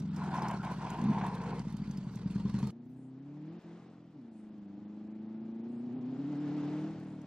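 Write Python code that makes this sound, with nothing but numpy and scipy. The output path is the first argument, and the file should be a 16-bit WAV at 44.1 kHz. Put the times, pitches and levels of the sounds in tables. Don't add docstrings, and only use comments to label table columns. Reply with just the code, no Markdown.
import sys
import numpy as np
from scipy import signal
from scipy.fft import rfft, irfft, next_fast_len
from scipy.io import wavfile
from scipy.ndimage import uniform_filter1d

SR = 44100
rng = np.random.default_rng(int(sys.argv[2]) if len(sys.argv) > 2 else 0)


def makeup_ratio(level_db):
    decades = np.asarray(level_db, float) / 20
    return 10 ** decades


def wav_out(sig):
    wavfile.write(sys.argv[1], SR, np.round(np.clip(np.atleast_2d(sig).T, -1, 1) * 32767).astype(np.int16))


N = 320166
T = np.arange(N) / SR
SCENE_CHANGE_S = 2.706

# time_s, engine_cycles_hz
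NEAR_SPEED = [(0, 22.5), (.23, 21.5), (.4, 19.6), (.68, 16.2), (.89, 14.5), (1.0, 13.8), (1.12, 18.6),
              (1.19, 17.8), (1.46, 15.6), (1.78, 13.1), (2.26, 9.87), (2.64, 11.76)]
# time_s, load_0_to_1
NEAR_LOAD = [(0, 0), (.98, 0), (1, .4), (1.12, .4), (1.15, 0), (2.21, 0), (2.25, .8), (2.45, 1), (2.7, 1)]
# coasting_strength, pulling_strength, extra_pipe_delay_ms
NEAR_CYLINDERS = [(.64, .12, 1.56), (.08, .15, -2), (1.2, 1.1, 1.8), (.08, .55, .14), (.26, .25, 3.5),
                  (.03, .1, 0), (.53, .48, -1.9), (.31, .2, -3)]
FAR_CYLINDERS = [(1.05, 0, .9), (.55, .76, -.55), (.15, .9, .47), (.05, 1.2, -.39), (.2, .85, 0),
                 (.3, .96, -.14), (.3, .23, 0), (.45, .69, -.25)]
# frequency_hz, level_db
NEAR_PIPE = [(25, -48.5), (40, -47), (58, -22.5), (100, -17.5), (120, -5.5), (140, -0.5), (165, -2),
             (190, 0.5), (207, 0), (235, -11.5), (265, -12), (300, -19.5), (350, -28.5), (450, -34.5),
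             (900, -68), (3000, -125)]
FAR_PIPE = [(40, -60), (70, -24.5), (100, -9), (125, -1.5), (150, 0), (195, 1), (250, 1), (300, 0.5),
            (350, -8.5), (420, -17.5), (500, -23), (600, -26.5), (900, -28), (1400, -78), (3500, -125)]
# frequency_hz, level_db
BANG_PIPE = [(40, -43), (100, -14), (150, -3), (185, -2.5), (212, 5.5), (245, -4.5), (320, -19), (500, -38),
             (3000, -125)]
# multiple_of_cycle_rate, level_under_exhaust_db
PULL_ORDERS = [
    (6, -18.5),
    (10, -34),
]
# frequency_hz, level_db
SCRUB = [(210, -35), (350, -7.5), (438, -23), (475, -20), (579, -13.5), (718, -3), (984, 1.5), (1050, 0.5),
         (1190, -16.5), (1460, -11.5), (1910, -19), (2270, -18.5), (3000, -27), (3900, -39), (6600, -120)]
DUST = [(180, -17), (330, 1), (740, -16), (1000, -12), (2070, -20), (4570, -23), (8300, -34), (11000, -46),
        (15500, -70)]
ROAR = [(240, -28.5), (400, -2.5), (448, -3.5), (517, -10), (622, -7.5), (863, -12), (4620, -30),
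        (7940, -39.5), (12000, -63.5), (15600, -100), (22000, -120)]
# frequency_hz, level_db
AIR = [(12, -93), (20, -54), (95, -7.5), (144, -21), (202, -2), (315, -24.5), (549, -32.5), (667, -22),
       (15500, -84)]
WIND = [(15, -25), (40, -15), (75, 4), (110, -3), (200, -34.5)]
# frequency_hz, likeness_0_to_1
PORT_LIKENESS = [(30, .9), (125, .99), (700, .99), (1400, .96), (2800, .82), (5600, .6), (11000, .45)]
# frequency_hz, left_right_db
NEAR_BALANCE = [(500, 1.5), (2400, -1.5), (4400, -4), (8100, -8), (15000, -24.5)]
FAR_BALANCE = [(500, 2.5), (1300, 2), (4400, -3), (15000, -7.5)]
# peak_s, extra_db, rise_s, fall_s
GUSTS = [
    (2.87, 9.5, 0.075, 0.29),
    (4.899, 0.5, 0.4, 0.67),
    (6.8, 13, 0.54, .4),
]
# time_s, peak_db, ring_hz,
# left_right_db
STONES = [(0.0005, -47, 5770, -0.5), (0.1166, -66, 3740, -1.5), (0.145, -57, 3340, -1),
          (0.163, -44, 5430, 2), (0.219, -65.5, 3100, -8.5), (0.2373, -52.5, 3030, -7),
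          (0.356, -50.5, 9020, -6.5), (0.3437, -47.5, 3050, -3), (0.375, -43.5, 5190, 1.5),
          (0.421, -43, 5040, 3), (0.4838, -40, 5480, 0), (0.5115, -45, 3060, -6), (0.535, -55.5, 3500, -6),
          (0.632, -55, 3070, -6), (0.649, -48.5, 7000, -3), (0.715, -53.5, 14800, -14),
          (0.7385, -60, 4730, -15.5), (0.702, -60.5, 3850, -16), (0.784, -56, 3150, -8),
          (0.9023, -43.5, 6920, -4.5), (0.9358, -56, 3320, -7), (0.9746, -57, 11950, -6.5),
          (1.04, -49.5, 3500, -9), (1.0152, -51.5, 3300, -12), (1.265, -45.5, 3590, -6),
          (1.3503, -48, 3600, -4), (1.539, -57, 4240, 6), (1.583, -58, 3020, -5), (1.594, -43.5, 4570, 4),
          (1.7029, -55.5, 4130, -3), (1.7249, -53.5, 3580, -6), (1.768, -51, 3110, -6),
          (1.911, -45.5, 6200, 6), (1.973, -46.5, 5060, 3.5), (2.156, -48.5, 5900, -6),
          (2.31, -52.5, 3450, -6), (2.3488, -55, 4410, -4), (2.498, -58, 4470, -14.5),
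          (2.5414, -60, 7930, -11.5), (2.5889, -48.5, 4200, -11), (2.672, -53.5, 4240, -19),
          (2.704, -54, 2990, -3), (6.909, -66, 5800, 10.5), (6.999, -69.5, 6500, -16),
          (7.216, -58, 5950, 3)]
# start_s, length_s, scrub_db
SLIDES = [(0.207, 0.083, -44.5), (0.337, 0.2, -40), (0.66, 0.062, -42.5), (0.816, 0.13, -42.5),
          (0.988, 0.14, -44), (1.128, 0.16, -40.5), (1.319, 0.25, -44.5)]
# frequency_hz, peak_s, level_db, rise_s, fall_s
TREAD = [
    (1390, 0.46, -53, 0.46, 0.43),
    (457, 1.5, -52.5, 0.73, 0.21),
    (1000, 1.26, -49, 0.065, 0.13),
    (760, .38, -49, .15, .2),
]
# time_s, peak_db
GRABS = [(0.137, -49), (0.168, -38), (0.189, -45), (0.235, -34), (0.316, -36), (0.34, -27.5), (0.381, -27),
         (0.434, -32), (0.454, -25), (0.499, -27), (0.529, -37), (0.633, -32), (0.667, -28), (0.69, -34),
         (0.984, -33), (1.057, -35.5), (1.118, -36), (1.179, -28.5), (1.213, -26), (1.236, -26),
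         (1.472, -34), (1.512, -31.5), (1.581, -39)]
# time_s, peak_db
BLIP_BANGS = [(0.999, -28), (1.02, -24.5), (1.038, -24), (1.054, -20.5), (1.069, -25), (1.082, -25),
              (1.091, -23.5), (1.097, -21), (1.11, -24), (1.117, -25)]
# time_s, frequency_hz, level_db
SQUEAL = [
    (1.7, 4770, -87.5),
    (1.78, 4660, -72),
    (2.14, 4640, -77),
    (2.2, 4590, -88),
    (2.32, 4330, -75),
    (2.7, 4300, -71),
]
# time_s, peak_db, ring_hz
KNOCKS = [(2.357, -51, 1010), (2.407, -49.5, 935), (2.456, -45.5, 1040), (2.498, -46.5, 1010),
          (2.541, -48.5, 953), (2.587, -43, 1096), (2.628, -40, 930), (2.671, -42, 894)]
# time_s, engine_cycles_hz
FAR_ENGINE_SPEED = [(2.71, 28.2), (2.93, 32.1), (3.15, 32.9), (3.47, 39.1), (3.54, 43.4), (3.68, 41.5),
                    (3.86, 44.8), (4.12, 41.5), (4.22, 29.7),
                    (4.38, 26.6), (4.56, 26.1), (4.68, 24.7), (5.08, 26.8), (5.51, 27.7), (5.7, 29.3), (6.1, 31.6),
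             (6.28, 36.3), (6.55, 37), (6.66, 36.5), (6.81, 38.3), (6.94, 40.7), (7.26, 37.2)]
# time_s, load_0_to_1
FAR_LOAD = [(2.7, 1), (3.5, 1), (3.6, .7), (3.75, .7), (3.8, .08), (4.13, .08), (4.16, 1), (6.85, 1),
            (6.96, 0), (7.26, 0)]
# time_s, full_load_level_db
FAR_LEVEL = [(2.71, -49.5), (3.25, -49), (3.46, -46.5), (3.74, -48), (4.3, -50), (5.4, -42), (6.56, -35.5),
             (7.22, -39), (7.26, -44.5)]
# time_s, share_0_to_1
FAR_EVEN = [(2.7, .1), (4.3, .15), (5, .2), (5.4, .45), (6, .5), (6.5, .35), (6.85, .55), (6.96, 0)]
# time_s, spread_of_strength
FAR_ROUGH = [(2.7, .15), (4.5, .18), (4.7, .14), (5.7, .13), (6.2, .17), (6.9, .14), (7, .12)]
BUMPS = [5.71, 5.84, 5.97, 6.1, 6.21, 6.3, 6.43, 6.56, 6.7]
# start_s, end_s, level_db
THROTTLE_CUTS = [
    (3.594, 3.642, -15.5),
    (4.115, 4.133, -5),
]
# time_s, fourth_under_exhaust_db, fifth_under_exhaust_db
FAR_ORDERS = [(2.7, -7.5, -4), (3.3, -3, -8.5), (4.6, -13, -12), (5.3, -11, -17), (5.7, -15, -9.5),
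              (6.5, -18, -14.5)]
# peak_s, extra_db, rise_s, fall_s
LOOSE = [
    (3.72, 8.5, 0.8, 0.39),
    (6.7, 10.5, 1.0, 0.51),
]

NEAR_LAG_S, FAR_LAG_S = 50e-6, -30e-6
ROLL_DB, GRIP_DB = -62, 7


def evened(x):
    return x / np.sqrt(np.mean(x ** 2) + 1e-20)


def smooth(x, size):
    return uniform_filter1d(uniform_filter1d(x, size), size)


def steady(x, size):
    power = smooth((x ** 2).mean(0), size)
    return x / np.sqrt(abs(power) + 1e-20)


def curves(rows):
    s, *columns = np.transpose(rows)
    return [np.interp(T, s, c) for c in columns]


def hump(peak, rise, fall):
    distance = np.where(T < peak, (peak - T) / rise, (T - peak) / fall)
    return np.cos(np.pi / 2 * np.clip(distance, 0, 1)) ** 2


def swells(rows):
    return sum(db * hump(s, rise, fall) for s, db, rise, fall in rows)


def tone(order, cycles):
    return np.sin(2 * np.pi * order * cycles)


def read(points, hz):
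    f, value = np.transpose(points)
    return np.interp(np.log(hz + 1), np.log(f + 1), value)


def causal(x, spectrum, size=16384):
    db = np.maximum(read(spectrum, abs(np.fft.fftfreq(size, 1 / SR))), -130)
    log_gain = db * np.log(10) / 20
    taps = np.fft.ifft(np.exp(np.conj(signal.hilbert(log_gain)))).real[:size // 2]
    return signal.oaconvolve(x, taps)[:N]


def impulse_response(spectrum):
    return causal(1. * (T == 0), spectrum)


def noise(spectrum, balance, lag, seconds, patchy_db, flicker_db):
    frames, hz = int(seconds * SR) // 256 + 5, np.fft.rfftfreq(1024, 1 / SR)
    a, b, c, d, patches = rng.standard_normal((frames, 513, 5)).T
    patches = evened(uniform_filter1d(uniform_filter1d(patches, 8, 0), 6, 1))
    same = np.clip(read(PORT_LIKENESS, hz), -1, 1)[:, None]
    left = a + 1j * b
    delay = np.exp(2j * np.pi * hz * lag)[:, None]
    right = same * left * delay + np.sqrt(1 - same ** 2) * (c + 1j * d)
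    tilt = makeup_ratio(read(balance, hz) / 2)[:, None]
    colour = makeup_ratio(read(spectrum, hz)[:, None] + patchy_db * patches)
    z = np.array([left * tilt, right / tilt]) * colour
    x = signal.istft(z, nperseg=1024, noverlap=768)[1][:, :N]
    flicker = evened(smooth(rng.standard_normal(x.shape[1]), 300))
    x = evened(x * makeup_ratio(flicker_db * flicker))
    return np.pad(x, ((0, 0), (0, N - x.shape[1])))


def firings(speed, load, cylinders, start, rough, even=0):
    strokes = 8 * (np.cumsum(speed) / SR + start)
    at = np.flatnonzero(np.diff(np.floor(strokes))) + 1
    coasting, pulling, ms = np.array(cylinders)[strokes[at].astype(int) % 8].T
    pulling = pulling + (even * np.ones(N))[at] * (pulling.mean() - pulling)
    chance = (rough * np.ones(N))[at] * rng.standard_normal(4000)[:len(at)]
    late = (ms * SR / 1000).astype(int)
    train = np.zeros(N)
    train[np.clip(at + late, 0, N - 1)] = (1 - load[at]) * coasting + load[at] * pulling + chance
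    return train


def exhaust(train, pipe, wet_db, t60, size):
    echoes = rng.standard_normal((2, 9000)) * makeup_ratio(-60 * T[:9000] / t60)
    spread = .06 * echoes[1]
    echoes = np.array([echoes[0] - spread, echoes[0] + spread]) / np.linalg.norm(echoes[0])
    length = next_fast_len(N + 18000)
    paths = 1 + makeup_ratio(wet_db) * rfft(echoes, length)
    wet = irfft(rfft(causal(train, pipe), length) * paths / abs(paths), length)[:, :N]
    return makeup_ratio([[.25], [-.25]]) * steady(wet, size)


def puffs(train, seconds):
    r = np.exp(-1 / (seconds * SR))
    return evened(signal.lfilter([1], [1, -r], abs(train)))


def near_exhaust_db(speed, pulling):
    db = -40 + 0.45 * (speed - 15) + 8.5 * pulling
    db += 3 * np.sqrt(hump(1.204, 0.18, 0.11))
    db += 2 * hump(1.52, 0.11, 0.81)
    return db + 3 * hump(1.846, 0.34, 0.34)


def near_engine(speed, load, train):
    pulling = load * (T > 2)
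    cycles = np.cumsum(speed) / SR
    blip = uniform_filter1d(1. * ((T > .995) & (T < 1.13)), 300)
    pipe_db = near_exhaust_db(speed, pulling)
    engine = makeup_ratio(pipe_db - 12 * blip) * exhaust(train, NEAR_PIPE, wet_db=-9, t60=.2, size=4000)
    engine += makeup_ratio(pipe_db - 19 - 8 * load) * tone(4, cycles)
    engine += pulling * makeup_ratio(pipe_db) * sum(makeup_ratio(db) * tone(k, cycles) for k, db in PULL_ORDERS)
    hum_db = np.interp(T, [.3, .6, 1.9, 2.2], [-20, -9, -5, -7])
    engine += (1 - load) * (1 - blip) * makeup_ratio(pipe_db + hum_db) * tone(11, cycles)
    return engine


def tyres(load, train):
    rise, fall = 221, 233
    slides = [db - rise * np.maximum(s - T, 0) - fall * np.maximum(T - s - length, 0)
              for s, length, db in SLIDES]
    drive = hump(2.648, 0.61, .3)
    rolling = ROLL_DB + GRIP_DB * drive - 3 * (T < .2)
    scrub_db = np.max(slides + [rolling], axis=0)
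    dust_db = -66 + 0.3603 * (scrub_db - ROLL_DB) + 10.5 * drive
    scrub = makeup_ratio(scrub_db - 1.5) * noise(SCRUB, NEAR_BALANCE, NEAR_LAG_S, 2.75, patchy_db=1.5, flicker_db=0.6)
    lugs = rng.random(N) < 110 / SR
    scrub = scrub * (0.8 + 0.24 * uniform_filter1d(puffs(lugs, .003), size=60))
    dust = makeup_ratio(dust_db + 8.0) * noise(DUST, NEAR_BALANCE, NEAR_LAG_S, 2.75, patchy_db=2.5, flicker_db=2.0)
    pulling = load * (T > 2)
    spit = uniform_filter1d(puffs(1. * (train > .42), .009), 60)
    return (1 - .55 * pulling + .12 * pulling * spit) * (scrub + dust)


def tread():
    # frequency_ratio, level_db
    shape = np.array([(.3, -100), (.7, -40), (.9, -4), (1, 0), (1.1, -4), (1.4, -40), (3, -100)])
    out = np.zeros((2, N))
    for hz, s, db, rise, fall in TREAD:
        band = noise(shape * [hz, 1], NEAR_BALANCE, NEAR_LAG_S, 3.1, patchy_db=3.5, flicker_db=1.0)
        out += makeup_ratio(db) * hump(s, rise, fall) * band
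    return out


def still_air():
    return makeup_ratio(-89.5) * noise(AIR, FAR_BALANCE, FAR_LAG_S, 6.3, patchy_db=-3.0, flicker_db=1.0)


def breeze(fade):
    wind = noise(WIND, FAR_BALANCE, 0, 8.3, patchy_db=4, flicker_db=2.5)
    wind[1] = 0.16 * wind[1] + 0.17 * wind[1, ::-1]
    return makeup_ratio(-82.5 + 10 * (1.5 - fade) + swells(GUSTS)) * wind


def stones():
    out, t = np.zeros((2, N)), np.arange(1300) / SR
    for (s, db, hz, pan_db), (grit, rattle) in zip(STONES, rng.standard_normal((60, 2, 1300))):
        ring = np.sin(2 * np.pi * hz * t) * makeup_ratio(-60 * t / .025)
        crack = np.diff(grit, prepend=0) * makeup_ratio(-60 * t / .03)
        tail = np.diff(rattle, prepend=0) * makeup_ratio(-60 * t / .06)
        tick = .3 * ring + .5 * crack + .22 * tail
        part = out[:, round(s * SR):][:, :1300]
        part += makeup_ratio(db + np.array([[.5], [-.5]]) * pan_db) * tick
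    left = signal.lfilter(*signal.butter(2, 6500, fs=SR), out[0])
    return signal.lfilter(*signal.butter(2, 7500, fs=SR), [left, out[1]])


def grabs():
    train = np.zeros(N)
    for (s, db), grit in zip(GRABS, rng.standard_normal((30, 3000))):
        train[round(s * SR):][:3000] += makeup_ratio(db - 4 - 60 * T[:3000] / 0.084) * grit
    return causal(train, SCRUB) / np.linalg.norm(impulse_response(SCRUB)) / 2


def bangs():
    train = np.zeros(N)
    for s, db in BLIP_BANGS:
        train[round(s * SR)] = makeup_ratio(db)
    return causal(train, BANG_PIPE) / abs(impulse_response(BANG_PIPE)).max()


def squeal(speed):
    hz, db = curves(SQUEAL)
    waver = 1 + (.008 + .012 * (T > 2.25)) * evened(uniform_filter1d(rng.standard_normal(N), 300))
    throb = 1 + .9 * np.cos(2 * np.pi * 4 * np.cumsum(speed) / SR)
    whistle = np.sin(2 * np.pi * np.cumsum(hz * waver) / SR)
    return makeup_ratio(db) * throb * whistle * makeup_ratio([[-1.5], [1.5]]) * (T > 1.7)


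def knocks():
    out, t = np.zeros(N), T[:4000]
    spit_band = signal.butter(2, [1000, 5500], "bandpass", fs=SR)
    for (s, db, hz), gas in zip(KNOCKS, rng.standard_normal((12, 4000))):
        can = 1.85 * np.sin(2 * np.pi * hz * t) + 0.29 * np.sin(2 * np.pi * 1.49 * hz * t)
        ring = makeup_ratio(-60 * t / 0.053) * np.minimum(t / 0.0011, 1) * can / 2
        spit = signal.lfilter(*spit_band, gas) * makeup_ratio(-3.5 - 60 * t / 0.018)
        out[round(s * SR):][:4000] += makeup_ratio(db - 1) * (ring + spit)
    return out


def near():
    (speed,), (load,) = curves(NEAR_SPEED), curves(NEAR_LOAD)
    train = firings(speed, load, NEAR_CYLINDERS, start=.12, rough=.045)
    train[0] = 0.51
    engine = near_engine(speed, load, train) + bangs() + knocks()
    return engine + tyres(load, train) + tread() + grabs() + squeal(speed)


def flared(speed):
    bump = np.interp(T, BUMPS, np.arange(len(BUMPS)))
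    flare = 1 + .032 * np.sin(np.pi * bump / bump[-1]) ** .5 * np.cos(2 * np.pi * bump)
    flare += .006 * evened(smooth(rng.standard_normal(N), 3000))
    return speed * flare


def far_engine(speed, turning, load, train):
    (pipe_db,) = curves(FAR_LEVEL)
    cut_db = uniform_filter1d(sum(db * ((T > a) & (T < b)) for a, b, db in THROTTLE_CUTS), 150)
    level = makeup_ratio(pipe_db - 5.5 * (1 - load) + cut_db)
    cycles = np.cumsum(turning) / SR
    engine = level * exhaust(train, FAR_PIPE, wet_db=-8, t60=.25, size=2500)
    engine += load * level * sum(makeup_ratio(db) * tone(k, cycles) for k, db in enumerate(curves(FAR_ORDERS), 4))
    howl = np.exp(-((16 * speed - 445) / 55) ** 2) * tone(16, cycles)
    return engine + load * level * makeup_ratio(-18) * howl


def tyre_roar(train):
    roar_db = -74 + 2.5 * (T - SCENE_CHANGE_S) + swells(LOOSE)
    gate = 0.69 + 0.091 * puffs(train, 0.0016)
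    roar = noise(ROAR, FAR_BALANCE, FAR_LAG_S, 7.3, patchy_db=0.95, flicker_db=-0.4)
    return makeup_ratio(roar_db + 4.5) * gate * roar


def insect():
    # frequency_hz, level_db; then frequency_hz, left_right_db
    band = [(5000, -37), (6800, -16.0), (8200, -12.5), (10000, -17), (12000, -50.5)]
    balance = [(100, 3.5), (9000, 3.9)]
    rasp = noise(band, balance, FAR_LAG_S, 7.2, patchy_db=-2.5, flicker_db=0.5)
    start_s, every_s, length_s = 2.9, 1.355, .26
    since = (T - start_s) % every_s
    return rasp * makeup_ratio(-83) * np.sin(np.pi * np.clip(since / length_s, 0, 1)) ** 2


def far():
    (speed,), (load,) = curves(FAR_ENGINE_SPEED), curves(FAR_LOAD)
    (rough,), (even,) = curves(FAR_ROUGH), curves(FAR_EVEN)
    turning = flared(speed)
    train = firings(turning, load, FAR_CYLINDERS, start=.3, rough=rough, even=even)
    return far_engine(speed, turning, load, train) + tyre_roar(train) + insect()


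def scene():
    fade = np.clip((T - SCENE_CHANGE_S) / .002, 0, 1)
    buggy = (1 - fade) * near() + fade * far()
    return buggy + still_air() + breeze(fade) + makeup_ratio(5.5) * stones()


def starve(x):
    threshold_db, spread_db, lowest_hz = -63.5, 4.5, 2500
    hz, _, z = signal.stft(x, SR, nperseg=1024, noverlap=512)
    power = (abs(z) ** 2).mean(0)
    share = abs(uniform_filter1d(power, 24, 0)) / (power.sum(0) + 1e-20)
    under_db = 10 * np.log10(share + 1e-20)
    count = len(power[0])
    hunger = np.repeat(rng.standard_normal(count), 2)[:count]
    keep = 1 / (1 + np.exp(np.clip(threshold_db + spread_db * hunger - under_db, -30, 30)))
    z = z * np.where(hz[:, None] > lowest_hz, keep, 1)
    return signal.istft(z, SR, nperseg=1024, noverlap=512)[1][:, :N]


def roll_off(x):
    return signal.sosfilt(signal.butter(12, 15700, fs=SR, output="sos"), x)


def record(dry):
    mix = starve(dry)
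    return roll_off(mix)


dry = scene()
out = record(dry)
wav_out(out)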